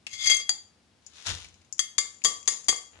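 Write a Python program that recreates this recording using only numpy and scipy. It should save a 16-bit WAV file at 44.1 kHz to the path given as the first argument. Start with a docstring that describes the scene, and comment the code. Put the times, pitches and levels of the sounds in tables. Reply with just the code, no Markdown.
"""A steel sieve full of grain drags over the rim of a glass bowl, ticking, catching and squeaking, then knocks it.
The grain is tipped out with a hiss and a soft thud; five knocks on the rim empty the sieve; a hand rustles last.
Decaying modes make the glass and steel ring; tiny random impacts make the friction, mesh rattle and grain.
A small kitchen answers; the phone close by, its left port facing the bowl, limits the hardest knocks."""
import sys
import numpy as np
from scipy import signal
from scipy.fft import rfft, irfft, next_fast_len
from scipy.io import wavfile
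from scipy.ndimage import uniform_filter1d, minimum_filter1d, map_coordinates

SR = 44100
rng = np.random.default_rng(int(sys.argv[2]) if len(sys.argv) > 2 else 0)


def materialize(psi):
    """Save the field psi as 16-bit PCM at rate SR to the path in sys.argv[1].

    A 1-D psi becomes a single channel; in a 2-D psi each row is a channel.
    """
    bounded = np.clip(np.atleast_2d(psi).T, -1, 1)
    quanta = np.round(bounded * 32767).astype(np.int16)
    wavfile.write(sys.argv[1], SR, quanta)


N = 132300
T = np.arange(SR * 3 // 4) / SR  # time within one contact (s)
CLACK_T60 = 0.039  # s

# the five main modes of the bowl; where the rim is struck decides how hard each rings: pitch_hz
MAIN_MODES_HZ = [1162, 2111, 3295, 4711, 6330]
# spectrum of the low thud of the heap, also the rumble under the drag: frequency_hz, level_db
HEAP_SPECTRUM = [(25, -33), (45, -12), (68, -3.5), (88, 5), (115, -15), (160, -11.5), (220, -25.5),
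                 (500, -23), (1500, -82)]


def amp(db):
    """Decibels to gain."""
    return 10 ** (np.asarray(db) / 20)


def unit(x):
    """Scale to rms 1."""
    return x / np.sqrt(np.mean(x ** 2) + 1e-20)


def along(points, hz):
    """Interpolate (Hz, value) points on a log frequency axis."""
    f, v = np.transpose(points)
    return np.interp(np.log(hz + 1), np.log(f + 1), v)


def level(rows):
    """Gain per sample from (s, dB) rows, practically silent outside them."""
    s, db = np.transpose(rows)
    return amp(np.interp(np.arange(N) / SR, s, db, left=-140, right=-140))


def fade(t60):
    """Exponential decay by 60 dB in t60 seconds."""
    return amp(-60 * T / t60)


def add(out, s, x):
    """Mix x into out at time s, cut at the end of out."""
    part = out[:, round(s * SR):][:, :x.shape[-1]]
    part += x[..., :part.shape[-1]]


def filtered(x, response):
    """Multiply the spectrum of x by a response of frequency."""
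    n = x.shape[-1]
    m = next_fast_len(n + SR // 4)
    gain = response(np.fft.rfftfreq(m, 1 / SR))
    return irfft(rfft(x, m) * gain, m)[..., :n]


def wander(points, t, rate):
    """A smooth random curve through `rate` random points per second."""
    return map_coordinates(rng.standard_normal(points), [t * rate], mode="nearest")


def grains(size, rate, spread_db):
    """Two random trains of tiny impacts of uneven strength, `rate` per second."""
    hits = rng.random((2, size)) < rate / SR
    sign = rng.choice([-1, 1], (2, size))
    return hits * sign * amp(spread_db * rng.standard_normal((2, size)))


def coloured(pair, spectrum, tilt_db=0):
    """Two excitations become a partly alike stereo pair of rms 1; tilt_db is per octave."""
    # how alike the two ports are: frequency_hz, correlation (0-1)
    port_likeness = [(100, 0.89), (500, 0.52), (2000, 0.28), (10000, 0.44)]

    def mid_side(hz):
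        turn = np.arccos(np.clip(along(port_likeness, hz), -1, 1)) / 2
        colour = amp(along(spectrum, hz) + tilt_db * np.log2(hz + 20))
        return colour * [np.cos(turn), np.sin(turn)]

    mid, side = filtered(pair, mid_side)
    return unit(np.array([mid + side, mid - side]))


def noise(size, spectrum, tilt_db=0):
    """Coloured stereo noise of rms 1."""
    return coloured(rng.standard_normal((2, size)), spectrum, tilt_db)


def background():
    """Steady quiet noise under the whole scene."""
    # spectrum of the background: frequency_hz, level_db
    floor_spectrum = [(25, -25.5), (50, -15), (85, -0.5), (125, -9.5), (210, -5.5), (300, -10),
                      (510, -14.5), (1340, -18), (3300, -19), (7000, -22.5), (11000, -29.5), (12500, -47.5)]
    return amp(-64) * noise(N, floor_spectrum)


def ticks():
    """Light ticks of steel and of late single grains, without any ring of the bowl: short bright and dull bursts."""
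    # the ticks: start_s, level_db, dull_part_db (relative to the bright part)
    light_ticks = [(0.0672, -41.5, 14), (.073, -56, 9.5), (1.0643, -34.5, -20), (1.2672, -23, -15),
                   (1.445, -46, 8.5), (1.486, -49.5, -2), (1.5422, -51.5, -1), (1.6156, -58.5, 1.5),
                   (1.648, -56, -2.5), (1.7258, -26, -34), (1.781, -40, -16), (2.2189, -55.5, 10),
                   (2.2394, -19.5, -40.5), (2.4289, -39, -14), (2.457, -40.5, -10), (2.6436, -38, -16.5)]
    # spectrum of the bright part: frequency_hz, level_db
    bright_spectrum = [(300, -42.5), (3500, -42.5), (5000, -9.5), (6200, -4.5), (7050, 4), (7900, -17.5),
                       (11000, -26.5), (13000, -55)]
    # spectrum of the dull part: frequency_hz, level_db
    dull_spectrum = [(200, -19), (1400, -15), (2400, 5.5), (3600, -2.5), (5000, -3), (9000, -12.5),
                     (11500, -22.5), (13000, -35.5)]
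    tick_t60 = 0.046  # s
    out = np.zeros((2, N))
    for s, db, dull_db in light_ticks:
        bright = noise(len(T), bright_spectrum)
        dull = amp(dull_db) * noise(len(T), dull_spectrum)
        add(out, s, amp(db) * (bright + dull) * fade(tick_t60))
    return out


def ringing(hz, t60):
    """One decaying mode; unsteady contact makes its phase waver, high modes more than low ones."""
    waver_rad, waver_rate, full_waver_hz = 0.326, 90, 4000  # depth, points per s, full depth from here up
    waver = wander(400, T, waver_rate)
    depth = waver_rad * min(1, hz / full_waver_hz)
    return np.sin(2 * np.pi * (hz * T + rng.random()) + depth * waver) * fade(t60)


def glass(main_db, low_hz=100, vary_db=1):
    """One ring of the bowl as a sum of modes, the main ones struck this hard, those below low_hz muted."""
    # the modes of the bowl: pitch_hz, level_db, t60_s, right_port_db (relative to the left)
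    bowl_modes = [(469, -13.5, 0.24, -0.5), (1162, -3, 0.37, 1.5), (2110, 1.5, .3, -5.5),
                  (3293, 1.5, 0.19, -23.5), (4714, 0.5, 0.17, 2.5), (5562, -11.5, .12, -1),
                  (6357, 3, 0.1, -2), (7700, -13.5, 0.12, -4), (8440, -21, .18, -7.5), (8730, -25, .18, -8),
                  (9080, -17.5, 0.1, -4.5), (10140, -21, 0.16, -0.5)]
    fresh_db, fresh_t60 = 7, 0.045  # the ring drops fast at first, while the frame still touches the glass
    out = np.zeros((2, len(T)))
    for hz, db, t60, right_db in bowl_modes:
        muted = 1 / (1 + (low_hz / hz) ** 6)
        struck_db = np.interp(hz, MAIN_MODES_HZ, main_db)  # higher modes follow the last main one
        gain = muted * amp(db + struck_db + rng.normal(0, vary_db))
        out += amp([[0], [right_db]]) * gain * ringing(hz, t60)
    return out * (1 + amp(fresh_db) * fade(fresh_t60))


def slide():
    """The frame slips over the rim in tiny jerks that keep the glass ringing; now and then it catches."""
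    # strength of the sliding friction: time_s, level_db
    friction = [(.09, -51.5), (.125, -44), (.15, -38.5), (.175, -45), (.225, -32.5), (.275, -26.5),
                (.32, -25.5), (.37, -36.5), (.42, -38), (.47, -76.5)]
    # the frame catches on the rim: start_s, clack_db, then level_db of each of the five main bowl modes
    rim_catches = [(.138, -41.5, -64, -55.5, -43.5, -55.5, -56.5),
                   (.1975, -51.5, -69, -53.5, -47, -39, -49), (.244, -44, -61.5, -47.5, -26.5, -31, -34),
                   (.2708, -25, -56.5, -23.5, -30, -18.5, -23.5),
                   (.2978, -7.5, -47.5, -23.5, -16, -20.5, -12), (.311, -15.5, -41, -32, -17.5, -18, -23),
                   (.342, -26, -66, -49, -37, -43.5, -23), (.366, -26, -68.5, -49, -35.5, -34, -24.5),
                   (.398, -44.5, -47.5, -57.5, -46, -42, -41)]
    # spectrum of steel rasping on glass: frequency_hz, level_db
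    rasp_spectrum = [(30, -49), (90, -4), (250, -18), (480, -9), (1300, -19.5), (1850, 2), (2600, -3),
                     (3500, 0.5), (4200, 2), (5600, -0.5), (7200, 7.5), (8000, -17), (10500, -13),
                     (12500, -40)]
    ring_db, rasp_db, rumble_db = 2, -1, -34.5
    uneven_db, uneven_rate = 2.5, 110  # uneven pressure on the rim: spread, random points per s
    low_hz = 1840  # the frame resting on the rim mutes the low modes
    catch_rise_s = 0.0024  # a catch is a glancing contact: it builds up over a few slips

    slips = grains(N, rate=3200, spread_db=2.5)
    uneven = wander(1500, np.arange(N) / SR, uneven_rate)
    force = level(friction) * amp(uneven_db * uneven)

    ring = glass(np.zeros(len(MAIN_MODES_HZ)), low_hz=low_hz)
    ring = ring / np.linalg.norm(ring[0])
    push = unit(slips[:1]) * force
    out = amp(ring_db) * signal.fftconvolve(push, ring, axes=1)[:, :N]
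    rasp = amp(rasp_db) * coloured(slips, rasp_spectrum)
    rumble = amp(rumble_db) * noise(N, HEAP_SPECTRUM)
    out += force * (rasp + rumble)

    for s, clack_db, *main_db in rim_catches:
        clack = amp(clack_db) * noise(len(T), rasp_spectrum) * fade(CLACK_T60)
        add(out, s, (clack + glass(main_db)) * (1 - np.exp(-T / catch_rise_s)))
    return out


def squeak():
    """For a moment the slips lock into a rough tone: a sine whose pitch wanders at random."""
    centre_s, half_s, pitch_hz, squeak_db = .214, .022, 3480, -28.5
    wander_hz, wander_rate = 130, 250  # pitch spread, random points per s
    t = np.arange(N) / SR
    pitch = pitch_hz + wander_hz * wander(3000, t, wander_rate)
    swell = np.exp(-((t - centre_s) / half_s) ** 2)
    return amp(squeak_db) * swell * np.sin(2 * np.pi * np.cumsum(pitch) / SR)


def steel(vary_db=2):
    """The short ring of the sieve's frame as a sum of decaying modes."""
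    # the modes of the steel frame: pitch_hz, level_db, t60_s
    frame_modes = [(1800, -27.5, 0.017), (3550, -24, 0.052), (3770, -17, 0.02), (5830, -25.5, 0.017),
                   (6570, -5.5, 0.033), (7300, -3.5, 0.035), (7250, -7, 0.2), (7000, 1, 0.12),
                   (8800, -10.5, 0.18)]
    return sum(amp(db + rng.normal(0, vary_db)) * ringing(hz, t60) for hz, db, t60 in frame_modes)


def rattle():
    """The loose mesh chatters against the frame in tiny impacts and keeps it ringing."""
    # spectrum of the mesh hiss: frequency_hz, level_db
    mesh_spectrum = [(300, -17.5), (800, -10.5), (2500, -18), (5500, -1.5), (6400, 7.5), (7100, 6.5),
                     (8000, -10), (10500, -28), (12500, -53)]
    ring_db, hiss_db, mesh_t60 = 2, 2.5, 0.52  # dB, dB, s
    chatter = grains(len(T), rate=1300, spread_db=8.0)
    ring = unit(signal.fftconvolve(chatter[:1], steel()[None], axes=1)[:, :len(T)])
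    hiss = coloured(chatter, mesh_spectrum)
    return (amp(ring_db) * ring + amp(hiss_db) * hiss) * fade(mesh_t60)


def knocks():
    """Each knock clacks the frame, thumps the bowl on the worktop, rings the glass and rattles the mesh."""
    # contacts of the frame with the rim, some a few ms apart within one knock:
    # start_s, clack_db, thump_db, mesh_rattle_db, then level_db of each of the five main bowl modes
    rim_knocks = [(.493, -16.5, -27.5, -75, -58.5, -49, -33.5, -22.5, -28.5),
                  (1.7925, -12, -50.5, -50, -66, -40, -25.5, -28, -20),
                  (1.982, -6, -32.5, -40, -40, -32, -28, -22.5, -26.5),
                  (2.247, -3, -24.5, -38.5, -38.5, -37.5, -30, -27.5, -24),
                  (2.253, -18, -27.5, -64.5, -30.5, -55, -24.5, -28, -19.5),
                  (2.4766, -6, -21, -38, -38.5, -40, -37, -25.5, -19),
                  (2.684, -4.5, -23.5, -41.5, -39.5, -38.5, -24.5, -17.5, -25.5),
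                  (2.693, -14, -28, -41, -46, -43.5, -28, -33.5, -19),
                  (2.727, -30.5, -32, -54, -39.5, -44.5, -50, -49.5, -44)]
    # spectrum of the clack: frequency_hz, level_db
    clack_spectrum = [(30, -59), (400, -56), (750, -30.5), (1200, -4), (1500, -14.5), (1900, -0.5),
                      (2700, -17), (3500, 1.5), (4100, -8.5), (5500, -4.5), (6100, -2), (7050, 10.5),
                      (7900, -7), (10500, -9.5), (11700, -26), (13000, -48)]
    # spectrum of the thump: frequency_hz, level_db
    thump_spectrum = [(30, -51), (80, -19), (160, -19), (340, -7), (460, 3), (570, -14), (780, 2.5),
                      (1100, -5.5), (1500, -7), (2500, -6), (6000, -54)]
    frame_db, thump_t60 = -14, 0.033  # frame ring relative to the clack; s
    out = np.zeros((2, N))
    for s, clack_db, thump_db, mesh_db, *main_db in rim_knocks:
        burst = noise(len(T), clack_spectrum) * fade(CLACK_T60)
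        clack = amp(clack_db) * (burst + amp(frame_db) * steel())
        thump = amp(thump_db) * noise(len(T), thump_spectrum) * fade(thump_t60)
        add(out, s, clack + thump + amp(mesh_db) * rattle() + glass(main_db))
    return out


def pour(crackle_db=-3):
    """Grain slides off the mesh and lands in the bowl as one heap; single grains tick on the glass."""
    # strength of the falling grain: time_s, level_db
    falling = [(1.02, -70), (1.11, -62), (1.18, -49.5), (1.248, -48), (1.27, -28.5), (1.305, -30),
               (1.34, -40.5), (1.44, -48.5), (1.52, -64.5), (1.7, -75)]
    # strength of the heap landing: time_s, level_db
    landing = [(1.24, -75), (1.275, -42.5), (1.32, -35), (1.37, -48), (1.43, -56.5), (1.54, -61.5),
               (1.64, -78)]
    # spectrum of the grain impacts: frequency_hz, level_db
    grain_spectrum = [(100, -22.5), (450, -11), (700, -6), (1300, -1), (2300, 0), (3700, 5.5), (4800, 0),
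                      (6800, 2), (8000, -10.5), (10500, -12.5), (12500, -47)]
    hiss = coloured(grains(N, rate=4300, spread_db=5), grain_spectrum)
    crackle = coloured(grains(N, rate=160, spread_db=3.5), grain_spectrum, tilt_db=3.5)
    thud = level(landing) * noise(N, HEAP_SPECTRUM)
    return level(falling) * (hiss + amp(crackle_db) * crackle) + thud


def grip():
    """The hand shifts on the handle: a soft rustle of many uneven impacts."""
    # strength of the rustle: time_s, level_db
    rustle = [(2.922, -78), (2.934, -51), (2.97, -52.5), (3.0, -57)]
    # spectrum of the rustle: frequency_hz, level_db
    hand_spectrum = [(30, -21), (80, 3), (160, -11), (450, -12), (1000, -12), (3000, -13), (6000, -30),
                     (12000, -37)]
    return level(rustle) * coloured(grains(N, rate=4300, spread_db=11), hand_spectrum)


def kitchen(x, delay_s=.004):
    """A short diffuse tail of decaying noise, different at each port, fed by the left channel."""
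    # decay of the room: frequency_hz, t60_s
    room_decay = [(100, 0.34), (500, 0.49), (2000, 0.34), (7000, 0.34), (11000, 0.33)]
    hz, t, z = signal.stft(rng.standard_normal((2, SR // 2)), SR, nperseg=256)
    decay = amp(-60 * t / along(room_decay, hz)[:, None])
    tail = signal.istft(z * decay, SR, nperseg=256)[1]
    tail = np.pad(tail / np.linalg.norm(tail[0]), ((0, 0), (round(delay_s * SR), 0)))
    return signal.fftconvolve(x[:1], tail, axes=1)[:, :N]


def ports(dry):
    """Direct sound at both ports: the right one gets it a little later, weaker and duller."""
    far_db, lag_s = -6.5, 0.00014
    shadow_hz = 1200  # below this, sound bends round the phone

    def response(hz):
        shadow = amp(far_db * hz / (hz + shadow_hz))
        return np.array([np.ones_like(hz), shadow * np.exp(-2j * np.pi * hz * lag_s)])

    return filtered(dry, response)


def scene():
    """All sources, the kitchen and the background as the two ports of the phone hear them."""
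    # what the right port hears less, room and background included: frequency_hz, level_db
    right_shade = [(100, -2), (1000, -1.5), (2000, -4), (3500, -3), (5200, -1), (6300, -8), (7200, -14),
                   (8200, -17), (9500, -10), (11500, -20)]
    room_db = -12
    dry = ticks() + slide() + squeak() + knocks() + pour() + grip()
    heard = ports(dry) + amp(room_db) * kitchen(dry) + background()
    return filtered(heard, lambda hz: amp([0 * hz, along(right_shade, hz)]))


def record(dry):
    """A fast limiter holds the peaks down; the top treble rolls off and ends at the band limit."""
    ceiling, hold_s = .55, 0.0026  # ceiling ahead of the roll-off (full scale 1); s
    roll_hz, roll_db_per_hz, top_hz = 11300, .022, 12651
    size = max(2, round(hold_s * SR))
    needed = np.minimum(1, ceiling / (np.abs(dry).max(axis=0) + 1e-9))
    gain = uniform_filter1d(minimum_filter1d(needed, size), size)

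    def treble(hz):
        return (hz < top_hz) * amp(-roll_db_per_hz * np.maximum(0, hz - roll_hz))

    return filtered(dry * gain, treble)


dry = scene()
out = record(dry)
materialize(out)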